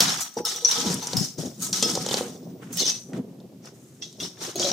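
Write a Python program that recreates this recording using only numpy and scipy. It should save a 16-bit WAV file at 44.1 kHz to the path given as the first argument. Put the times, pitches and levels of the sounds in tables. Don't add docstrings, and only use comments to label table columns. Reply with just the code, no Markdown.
import sys
import numpy as np
from scipy import signal
from scipy.fft import rfft, irfft, next_fast_len
from scipy.io import wavfile
from scipy.ndimage import uniform_filter1d, map_coordinates

SR = 44100
rng = np.random.default_rng(int(sys.argv[2]) if len(sys.argv) > 2 else 0)


def wav_record(signal):
    frames = np.transpose(np.atleast_2d(signal))
    bounded = np.clip(frames, -1, 1)
    quanta = np.round(bounded * 32767).astype(np.int16)
    wavfile.write(sys.argv[1], SR, quanta)


N = 208271


def amp(db):
    return 10 ** (np.asarray(db) / 20)


def unit(x):
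    return x / np.sqrt(np.mean(x ** 2) + 1e-20)


def along(points, hz):
    f, v = np.transpose(points)
    return np.interp(np.log(hz + 1), np.log(f + 1), v)


def curves(rows):
    s, *cols = np.transpose(rows)
    return [np.interp(np.arange(N) / SR, s, c) for c in cols]


def wobble(rate_hz):
    knots = rng.standard_normal(int(N * rate_hz / SR) + 4)
    return map_coordinates(knots, [np.arange(N) * rate_hz / SR])


def filtered(x, response):
    m = next_fast_len(N + SR // 2)
    return irfft(rfft(x, m) * response(np.fft.rfftfreq(m, 1 / SR)), m)[..., :N]


def modes(table):
    def response(f):
        total = 0
        for k, (c, w, db) in enumerate(table):
            total = total + (-1) ** k * amp(db) * 1j * f * w / (c * c - f * f + 1j * f * w)
        return total
    return response


def shaped(spectrum):
    return lambda hz: amp(along(spectrum, hz))


def grainy(response, spread_db, rate_hz):
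    # f/Hz, correlation
    likeness = [(60, 0.98), (180, 1), (550, 0.85), (1650, 0.1), (4970, 0.2), (15000, 0.56)]

    def mid_side(hz):
        turn = np.arccos(np.clip(along(likeness, hz), -1, 1)) / 2
        return response(hz) * [np.cos(turn), np.sin(turn)]

    lumps = amp(spread_db * np.clip(wobble(rate_hz), -2, 2))
    mid, side = filtered(rng.standard_normal((2, N)) * lumps, mid_side)
    return unit(np.array([mid + side, mid - side]))


def room(x):
    # f/Hz, t60/s
    decay = [(200, 0.22), (2000, 0.14), (6000, 0.39), (14000, 0.2)]
    hz, t, z = signal.stft(rng.standard_normal((2, SR // 3)), SR, nperseg=256)
    fade = amp(-60 * t / along(decay, hz)[:, None])
    tail = signal.istft(z * fade, SR, nperseg=256)[1]
    wet = signal.fftconvolve(x[None], tail / np.linalg.norm(tail[0]), axes=1)
    return np.pad(wet, ((0, 0), (200, 0)))


def ring(hz, db, t60_s, t):
    return amp(db - 60 * t / t60_s) * np.sin(2 * np.pi * hz * t)


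def add(out, s, sound):
    i = round(s * SR)
    out[..., i:i + sound.shape[-1]] += sound


def spells(rows):
    rise_db = 15.5
    t, power = np.arange(0, N + 32, 32) / SR, 0
    for s, rise_s, hold_s, db, fall_db_s, *rel_db in rows:
        after = t - s
        climb_db = rise_db * np.clip(1 - after / rise_s, 0, None)
        drop_db = fall_db_s * np.clip(after - rise_s - hold_s, 0, None)
        columns = amp(2 * np.array([0, *rel_db]))[:, None]
        power = power + amp(2 * (db - climb_db - drop_db)) * columns
    return [np.interp(np.arange(N) / SR, t, gain) for gain in np.sqrt(power)]


def floor():
    # f/Hz, level/dB
    air_spectrum = [(12, -36.5), (20, -9), (31, -7), (49, -35), (124, 4.5), (297, -10), (361, -6),
                    (566, -24), (1180, -35), (5830, -31), (9150, -37.5), (14700, -36.5), (16500, -64.5)]
    # t/s, level/dB
    air_level = [(0, -59), (0.2, -49), (0.3, -77), (0.38, -62), (0.8, -49.5), (4.72, -48.5)]
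    # t/s, level/dB
    whine_level = [(0, -65), (2.6, -70.5), (2.7, -87)]
    tone = np.sin(2 * np.pi * 15000 * np.arange(N) / SR)
    whine = amp(curves(whine_level)[0] + 7.5) * tone
    air = grainy(shaped(air_spectrum), spread_db=0.0, rate_hz=34)
    return amp(curves(air_level)[0]) * air + whine


def door():
    # t/s, rise/s, hold/s, level/dB, fall/(dB/s), hollow part re main/dB
    pushes = [(0.0, 0.0045, 0.086, -30.5, 112, -4), (0.366, 0.0087, 0.027, -34, 434, 9.5),
              (0.45, 0.017, 0.26, -54, 95, 10.5), (0.74, 0.048, 0.056, -35.5, 98, 3),
              (0.83, 0.047, 0.028, -22, 132, -4.5), (1.02, 0.076, 0.075, -42, 92, 3),
              (1.12, 0.035, 0.073, -31, 200, -7), (1.37, 0.017, 0.073, -31, 210, 3.5),
              (1.5, 0.094, 0.25, -35.5, 103, -5), (1.81, 0.032, 0.12, -30, 40, 1),
              (2.05, 0.065, 0.14, -36, 148, 5.5), (2.28, 0.017, 0.028, -36, 194, 4),
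              (2.4, 0.022, 0.46, -39, 48.5, -1), (2.8, 0.02, 0.0086, -48, 155, 18.5),
              (3.07, 0.069, 0.067, -28, 602.5, -0.5), (3.2, 0.017, 0.029, -38, 23, -0.5),
              (3.99, 0.019, .01, -43, 171, -3), (4.15, 0.069, 0.06, -38.5, 279, 0.5),
              (4.36, 0.084, 0.03, -38, 290, 6), (4.545, 0.013, .2, -37.5, 100, 6)]
    # t/s, level/dB, f/Hz
    knocks = [(0.367, -14.5, 461), (0.782, -20, 484), (1.149, -12.5, 187), (1.171, -9.5, 126),
              (1.208, -9.5, 175), (1.249, -26.5, 189), (1.384, -11, 160.5), (1.823, -13, 234),
              (1.976, -17, 136), (2.473, -21.5, 173), (2.524, -20, 178), (2.705, -22, 255),
              (2.818, -19.5, 322), (3.139, -13.5, 221.5), (3.191, -14, 239), (4.554, -24, 346)]
    # f/Hz, level/dB
    rumble = [(24, -74.5), (40, -42), (74, -24.5), (168, 1.5), (340, -11.5), (440, -35.5), (750, -120)]
    # f/Hz, width/Hz, level/dB
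    panel_modes = [(177.6, 12, 0), (261, 21, -2.5), (129.9, 42, -7)]
    # f/Hz, level/dB
    hollow_spectrum = [(180, -7), (300, 3), (373, 8), (435, 3), (472, 2.5), (681, -4), (950, -15.5),
                       (1240, -22.5), (2090, -120)]
    # t/s, left minus right/dB
    balance = [(0.0, -2), (0.68, 0.5), (1.09, -0.5), (1.145, 10), (1.22, 10), (1.35, 0), (1.38, 5),
               (1.52, -0.5), (4.25, -0.5), (4.72, 2.5)]

    gain, hollow_gain = spells(pushes)
    low = grainy(shaped(rumble), spread_db=3, rate_hz=40)
    low = amp(-3) * (low + grainy(modes(panel_modes), spread_db=3, rate_hz=40))
    hollow = amp(-5.0) * hollow_gain * grainy(shaped(hollow_spectrum), spread_db=4.5, rate_hz=88)

    blows, t = np.zeros(N + SR), np.arange(SR // 6) / SR
    rise = 1 - np.exp(-t / 0.0045)
    for s, db, hz in knocks:
        panel = ring(hz, -3, .065, t) + ring(1.62 * hz, -12, .06, t) + ring(1.95 * hz, -14, .06, t)
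        add(blows, s, amp(db) * rise * panel)
    side = amp(curves(balance)[0] * [[.5], [-.5]])
    return side * (amp(-2.5) * (gain * low + hollow) + blows[:N])


def shaken(knocks, mode_hz, fall_db_s):
    t = np.arange(N) / SR
    rows = [(s, 0.0018, 0, 0, fall_db_s, *dbs) for s, *dbs in knocks]
    out = 0
    for gain, hz in zip(spells(rows)[1:], mode_hz):
        swell = amp(2.5 * wobble(30))
        shift_rad = 1.1 * wobble(45)
        out = out + gain * swell * np.sin(2 * np.pi * hz * t + shift_rad)
    return out


def rail():
    # t/s, then level/dB of each rail mode
    rail_knocks = [(0.205, -45.5, -65, -58, -68, -65), (0.366, -79, -32.5, -49.5, -35, -43.5),
                   (0.447, -37, -47.5, -61, -62, -65), (0.55, -44, -43.5, -51, -49.5, -53.5),
                   (0.622, -61.5, -37, -62, -59, -62), (0.72, -40, -51, -60, -62, -48),
                   (0.755, -34, -40, -37, -38, -47), (0.83, -45, -43, -54, -35.5, -43),
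                   (0.87, -48, -31, -62, -52, -35), (1.022, -65, -43.5, -48, -40, -41),
                   (1.13, -54, -56, -36, -44.5, -44), (1.62, -39.5, -57, -52, -70, -65.5),
                   (1.73, -41, -58, -71, -65, -59), (1.825, -36, -31.5, -63, -71, -74),
                   (1.96, -43, -38, -38.5, -46, -48), (2.06, -55, -71, -48, -43, -44),
                   (2.14, -58, -54, -37.5, -41, -53), (2.205, -51, -34, -40, -56, -61)]
    rail_hz = [1283, 476, 752, 840, 963]
    # t/s, then level/dB of each frame mode
    frame_knocks = [(4.557, -54, -41, -32.5, -38), (4.597, -30, -39, -28, -35),
                    (4.642, -25, -34, -36, -30.5), (4.67, -34, -38, -37, -55),
                    (4.714, -31.5, -26, -33.5, -42)]
    frame_hz = [554, 730, 370, 650]
    return shaken(rail_knocks, rail_hz, fall_db_s=159) + shaken(frame_knocks, frame_hz, fall_db_s=180)


def pings():
    # t/s, level/dB, f/Hz, t60/s
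    free_slats = [(0.454, -29, 3750, 0.24), (1.832, -14, 5130, 0.15), (2.798, -7.5, 4220, 0.055),
                  (2.83, -25, 3525, 0.18), (2.895, -34, 2611, 0.19), (4.026, -22, 3380, 0.066),
                  (4.025, -47.5, 3850, 0.38), (4.205, -35, 3710, 0.15), (4.229, -53, 3770, 0.26)]
    out, t = np.zeros(N + SR), np.arange(SR // 2) / SR
    rise = 1 - np.exp(-t / 0.01)
    for s, db, hz, t60_s in free_slats:
        tones = ring(hz, db, t60_s, t)
        tones = tones + ring(1.007 * hz, db - 10, t60_s, t) + ring(.989 * hz, db - 13, t60_s, t)
        add(out, s, rise * tones)
    return out[:N]


def ticks():
    # t/s, snap peak/dB, knock re snap/dB, snap centre f/Hz
    slat_ends = [(0.0045, -2, -17, 4780), (0.2082, -31, -29, 7060), (0.34, -33, -47, 7160),
                 (0.87, -26, -20, 5600), (0.883, -27, -23, 5400), (0.901, -19, -20, 6000),
                 (0.916, -18, -20, 5800), (0.928, -20, -26, 5900), (0.9417, -16, -22, 7960),
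                 (1.07, -15, -20, 6600), (1.1319, -15, -7.5, 5160), (1.1695, -11.5, -20, 5300),
                 (1.5963, -35, -14, 6050), (1.728, -13, -29, 5560), (1.8256, -5, -15, 5680),
                 (1.913, -22.5, -16, 7020), (1.952, -13.5, -12, 5650), (1.973, -26.5, 8.5, 990),
                 (2.0628, -17.5, -3.5, 5400), (2.0877, -18, -6, 4530), (2.1102, -17.5, -3, 4500),
                 (2.1408, -11.5, -5.5, 4640), (2.17, -15.5, -6.5, 4640), (2.2083, -28.5, 10, 6100),
                 (2.631, -40, -9, 1270), (3.1327, -38.5, -14.5, 5860), (3.133, -35, -8, 1660),
                 (3.4014, -46, -3, 4350), (3.6566, -35, -14, 5700), (4.127, -36, -18, 6200),
                 (4.372, -45.5, -20, 1400), (4.5964, -14.5, -10.5, 5500)]
    edge_ratio = 1.33
    rise_s, t60_s, knock_lag_s = 0.00021, 0.027, 0.00161
    out, t = np.zeros((2, N + SR)), np.arange(SR // 20) / SR
    envelope = (1 - np.exp(-t / rise_s)) * amp(-60 * t / t60_s)
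    for s, db, knock_db, hz in slat_ends:
        band = signal.butter(2, [hz / edge_ratio, hz * edge_ratio], "band", fs=SR)
        snap = envelope * signal.lfilter(*band, rng.standard_normal(len(t)))
        snap = amp(db) * snap / np.abs(snap).max()
        level_db = db + knock_db
        knock = ring(518, level_db + 1.5, 0.022, t) + ring(800, level_db - 4.5, 0.0099, t)
        add(out, s, snap)
        add(out, s + knock_lag_s, knock)
        add(out, s, amp(-11) * room(snap))
    return out[:, :N]


def patchy(x, patchy_db):
    z = signal.stft(x, nperseg=512)[2]
    field = uniform_filter1d(rng.standard_normal(z.shape[1:]), size=5, axis=0)
    field = uniform_filter1d(field, size=9, axis=1)
    return unit(signal.istft(z * amp(patchy_db * unit(field)), nperseg=512)[1][:, :N])


def chips(table):
    chips_per_s, t60_s = 450, .05
    spread_db, detune_sd, pan_sd_db = 2, .025, 7
    when, which, size = rng.random((int(chips_per_s * N / SR), 3)).T
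    detune, pan = rng.standard_normal((len(when), 2)).T
    hz, _, db = np.array(table)[(which * len(table)).astype(int)].T
    hz = hz * np.exp(detune_sd * detune)
    db = db - spread_db * np.log(size)
    t = np.arange(int(t60_s * SR / 2)) / SR
    sound = ring(hz[:, None], db[:, None], t60_s, t)
    at = ((when * N).astype(int)[:, None] + np.arange(len(t))).ravel()
    ears = []
    for side in (1, -1):
        panned = sound * amp(side * pan_sd_db * pan / 2)[:, None]
        ears.append(np.bincount(at, panned.ravel(), N + len(t))[:N])
    return unit(np.array(ears))


def rattle():
    # t/s, rise/s, hold/s, level/dB, fall/(dB/s), lower rings, bright hiss, mid scrape re main/dB
    shakes = [(0.0, 0.005, 0.013, -19, 95, -5, -5, -4.5), (0.07, 0.029, 0.079, -30, 222, -3.5, -4.5, -3),
              (0.195, 0.012, 0.012, -34.5, 264, -11, 7.5, -10),
              (0.368, 0.0096, 0.0092, -37.5, 504, -15, -3, -3),
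              (0.45, 0.0044, 0.0093, -24.5, 94, -3, -2.5, -9.5),
              (0.648, 0.0021, 0.011, -23.5, 600, -22.5, -31, -11),
              (0.665, 0.02, 0.02, -29.5, 208, -4, -2, -6.5),
              (0.712, 0.0023, 0.014, -20.5, 60, -5, -7, -9.5),
              (0.8, 0.061, 0.068, -30, 260, -22, -3.5, -2.5), (0.96, 0.094, 0.12, -34.5, 200, -7, -4, -4.5),
              (1.167, 0.0019, 0.082, -28, 208, -24, -5, -20),
              (1.375, 0.0098, 0.035, -34, 105, -11, -3.5, -12.5),
              (1.6, 0.028, 0.021, -30.5, 210, -11, 4, -10.5),
              (1.728, 0.0038, 0.031, -23.5, 108, -9, -5, -14.5),
              (1.825, .006, 0.0066, -21.5, 58, -10, -6, -12), (1.95, 0.21, 0.017, -32, 140, 0, 1.5, 0.5),
              (2.6, 0.027, 0.032, -56.5, 98, -7, 2, 8), (2.722, 0.0095, 0.082, -39.5, 92, -15, 7.5, -5.5),
              (2.76, 0.026, 0.11, -22.5, 227, -8, -15.5, -29.5),
              (2.9, 0.022, 0.052, -37, 254, -10, -9.5, -20.5),
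              (3.131, 0.0039, 0.042, -54.5, 499, -2.5, -0.5, 7),
              (3.63, 0.026, 0.018, -43.5, 299, -13, -7.5, -4.5), (3.7, 0.05, 0.14, -65.5, 42, -10, 9, 3),
              (4.018, 0.0059, 0.01, -31, 402.5, -16, -20.5, -24.5),
              (4.04, 0.011, .02, -47, 84, -5, -8, -29), (4.194, 0.016, 0.047, -31, 236, -8, -7, -13),
              (4.39, 0.04, 0.022, -29.5, 162, -6.5, -5.5, -5.5),
              (4.555, 0.054, 0.02, -23.5, 16, -7.5, -11.5, -11)]
    # f/Hz, width/Hz, level/dB
    upper_modes = [(5070, 20, -4.5), (5320, 77, -1), (5670, 55, 3), (6150, 200, 1), (5700, 278, -3.5),
                   (6510, 400, -1.5)]
    # f/Hz, width/Hz, level/dB
    lower_modes = [(1942, 98, -13.5), (3050, 150, -1), (3463, 22, 1.5), (3596, 20, -1.5), (3895, 230, 1.5),
                   (4370, 85, -0.5)]
    # f/Hz, level/dB
    upper_body = [(2590, -22), (4400, -8.5), (4830, -5.5), (5780, -7.5), (6340, -15.5), (8000, -20),
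                  (10400, -49.5), (17600, -120)]
    # f/Hz, level/dB
    lower_body = [(1350, -35.5), (2300, -16.5), (2490, -8), (3410, 15.5), (4700, 4), (6110, -32.5),
                  (10300, -120)]
    # f/Hz, level/dB
    bright_spectrum = [(3820, -35.5), (6500, -0.5), (7420, -2.5), (8780, -4.5), (10700, -12.5),
                       (15100, -15), (16100, -40.5), (16500, -47)]
    # f/Hz, level/dB
    scrape_spectrum = [(410, -42), (700, -1.5), (1190, -1.5), (1290, 0.5), (2020, -5), (2800, -6.5),
                       (3640, -9.5), (6160, -120)]

    gain, low_gain, bright_gain, scrape_gain = spells(shakes)
    unrest_db = 1.5 * wobble(45)
    upper = amp(-5.0) * grainy(modes(upper_modes), spread_db=9.0, rate_hz=420)
    upper = upper + amp(-2.0) * grainy(shaped(upper_body), spread_db=-1, rate_hz=240)
    upper = amp(-2.5) * patchy(upper, patchy_db=1.6) + amp(-4) * chips(upper_modes)

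    lower = amp(-2) * grainy(modes(lower_modes), spread_db=5, rate_hz=250)
    lower = lower + amp(-5) * grainy(shaped(lower_body), spread_db=4, rate_hz=300)
    lower = amp(-3) * patchy(lower, patchy_db=1.6) + amp(-3) * chips(lower_modes)

    bright = grainy(shaped(bright_spectrum), spread_db=2.0, rate_hz=380)
    scrape = grainy(shaped(scrape_spectrum), spread_db=2.5, rate_hz=120)
    mix = gain * upper + low_gain * lower + bright_gain * bright + scrape_gain * scrape
    return amp(unrest_db - 4.5) * mix


def clacks():
    # t/s, level/dB, upper ring f/Hz, lower ring f/Hz, lower re upper/dB,
    # crack re contact before a 3.5 dB lift/dB, left minus right/dB
    contacts = [(0.0044, -17.5, 6200, 4750, -8, 0.5, 2), (0.2255, -23, 5920, 4070, -10, -10.5, -1.5),
                (0.37, -26.5, 5810, 4630, -9, -28, 1.5), (0.451, -15, 5340, 3640, -18, -12.5, 3),
                (0.5604, -21.5, 5950, 3430, -14, -16, -4.5), (0.648, -3, 5866, 4280, -19.5, -35.5, 4.5),
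                (0.7122, -15, 5710, 3610, -4.5, -18, -6), (1.027, -25, 6060, 4350, -5, -16, 3.5),
                (1.1682, -11.5, 5225, 4300, -26, -15, -0.5), (1.1978, -21.5, 5270, 4340, -23, -15, -1.5),
                (1.3823, -36.5, 6400, 4100, -13, -15, 2.5), (1.6229, -22, 6620, 3700, -34, -10, 5),
                (1.73, -15, 5760, 4110, -9, -31, 1.5), (1.8279, -19, 6000, 3280, 1.5, -31, 9.5),
                (2.7285, -29, 6480, 3240, -20, -7.5, -10.5), (2.7712, -25, 5500, 3030, -5.5, -4, -10),
                (2.7956, -16.5, 6200, 4450, -10, -17.5, 2), (2.8241, -22, 6270, 3484, 0.5, -19.5, -11.5),
                (2.8553, -15, 6090, 3910, -15, -26, -5), (2.8959, -15, 5970, 3660, -23, -34, -2.5),
                (4.0224, -34.5, 5860, 3290, 4.5, -34, -13.5), (4.201, -27, 5880, 3370, 2, -18, 3.5),
                (4.233, -26, 5480, 3550, -6, -23.5, -2), (4.557, -24.5, 6600, 4130, -1.5, -9.5, 0.5),
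                (4.596, -26.5, 5440, 4480, 4, -19.5, -3.5), (4.6466, -32, 6560, 3900, 12, -20, 4),
                (4.7154, -14, 5730, 3790, -6, -28, 1.5)]
    # frequency ratio, level/dB
    lower_cluster = [(1, -5), (1.04, -8), (1.09, -9), (.82, -12), (.62, -19)]
    out, t = np.zeros((2, N + SR)), np.arange(SR // 5) / SR
    high = signal.butter(2, 7000, "high", fs=SR)
    rise = 1 - np.exp(-t / .0006)
    for s, db, hz, low_hz, low_db, crack_db, pan_db in contacts:
        upper = ring(hz, -3, .06, t) + ring(.981 * hz, -7, .08, t) + ring(1.055 * hz, -13, .05, t)
        lower = sum(ring(ratio * low_hz, low_db + level_db, .07, t) for ratio, level_db in lower_cluster)
        hiss = signal.lfilter(*high, rng.standard_normal(len(t)))
        crack = amp(crack_db + 3.5 - 60 * t / 0.035) * hiss
        hit = amp(db) * (rise * (upper + lower) + crack)
        add(out, s, hit * amp([[pan_db / 2], [-pan_db / 2]]))
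        add(out, s, amp(-4.5) * room(hit))
    return out[:, :N]


def scene():
    return floor() + door() + rail() + pings() + ticks() + rattle() + clacks()


def record(dry):
    # f/Hz, left minus right/dB
    balance = [(60, 3), (380, 0), (950, -.8), (2380, -1.5), (5980, 2.5), (15000, -3)]
    bass_hz, top_hz = 75, 16200

    def response(hz):
        bass = (1j * hz / bass_hz / (1 + 1j * hz / bass_hz)) ** 3
        return bass * amp(along(balance, hz) * [[.5], [-.5]]) * (hz < top_hz)

    return filtered(dry, response)


dry = scene()
out = record(dry)
wav_record(out)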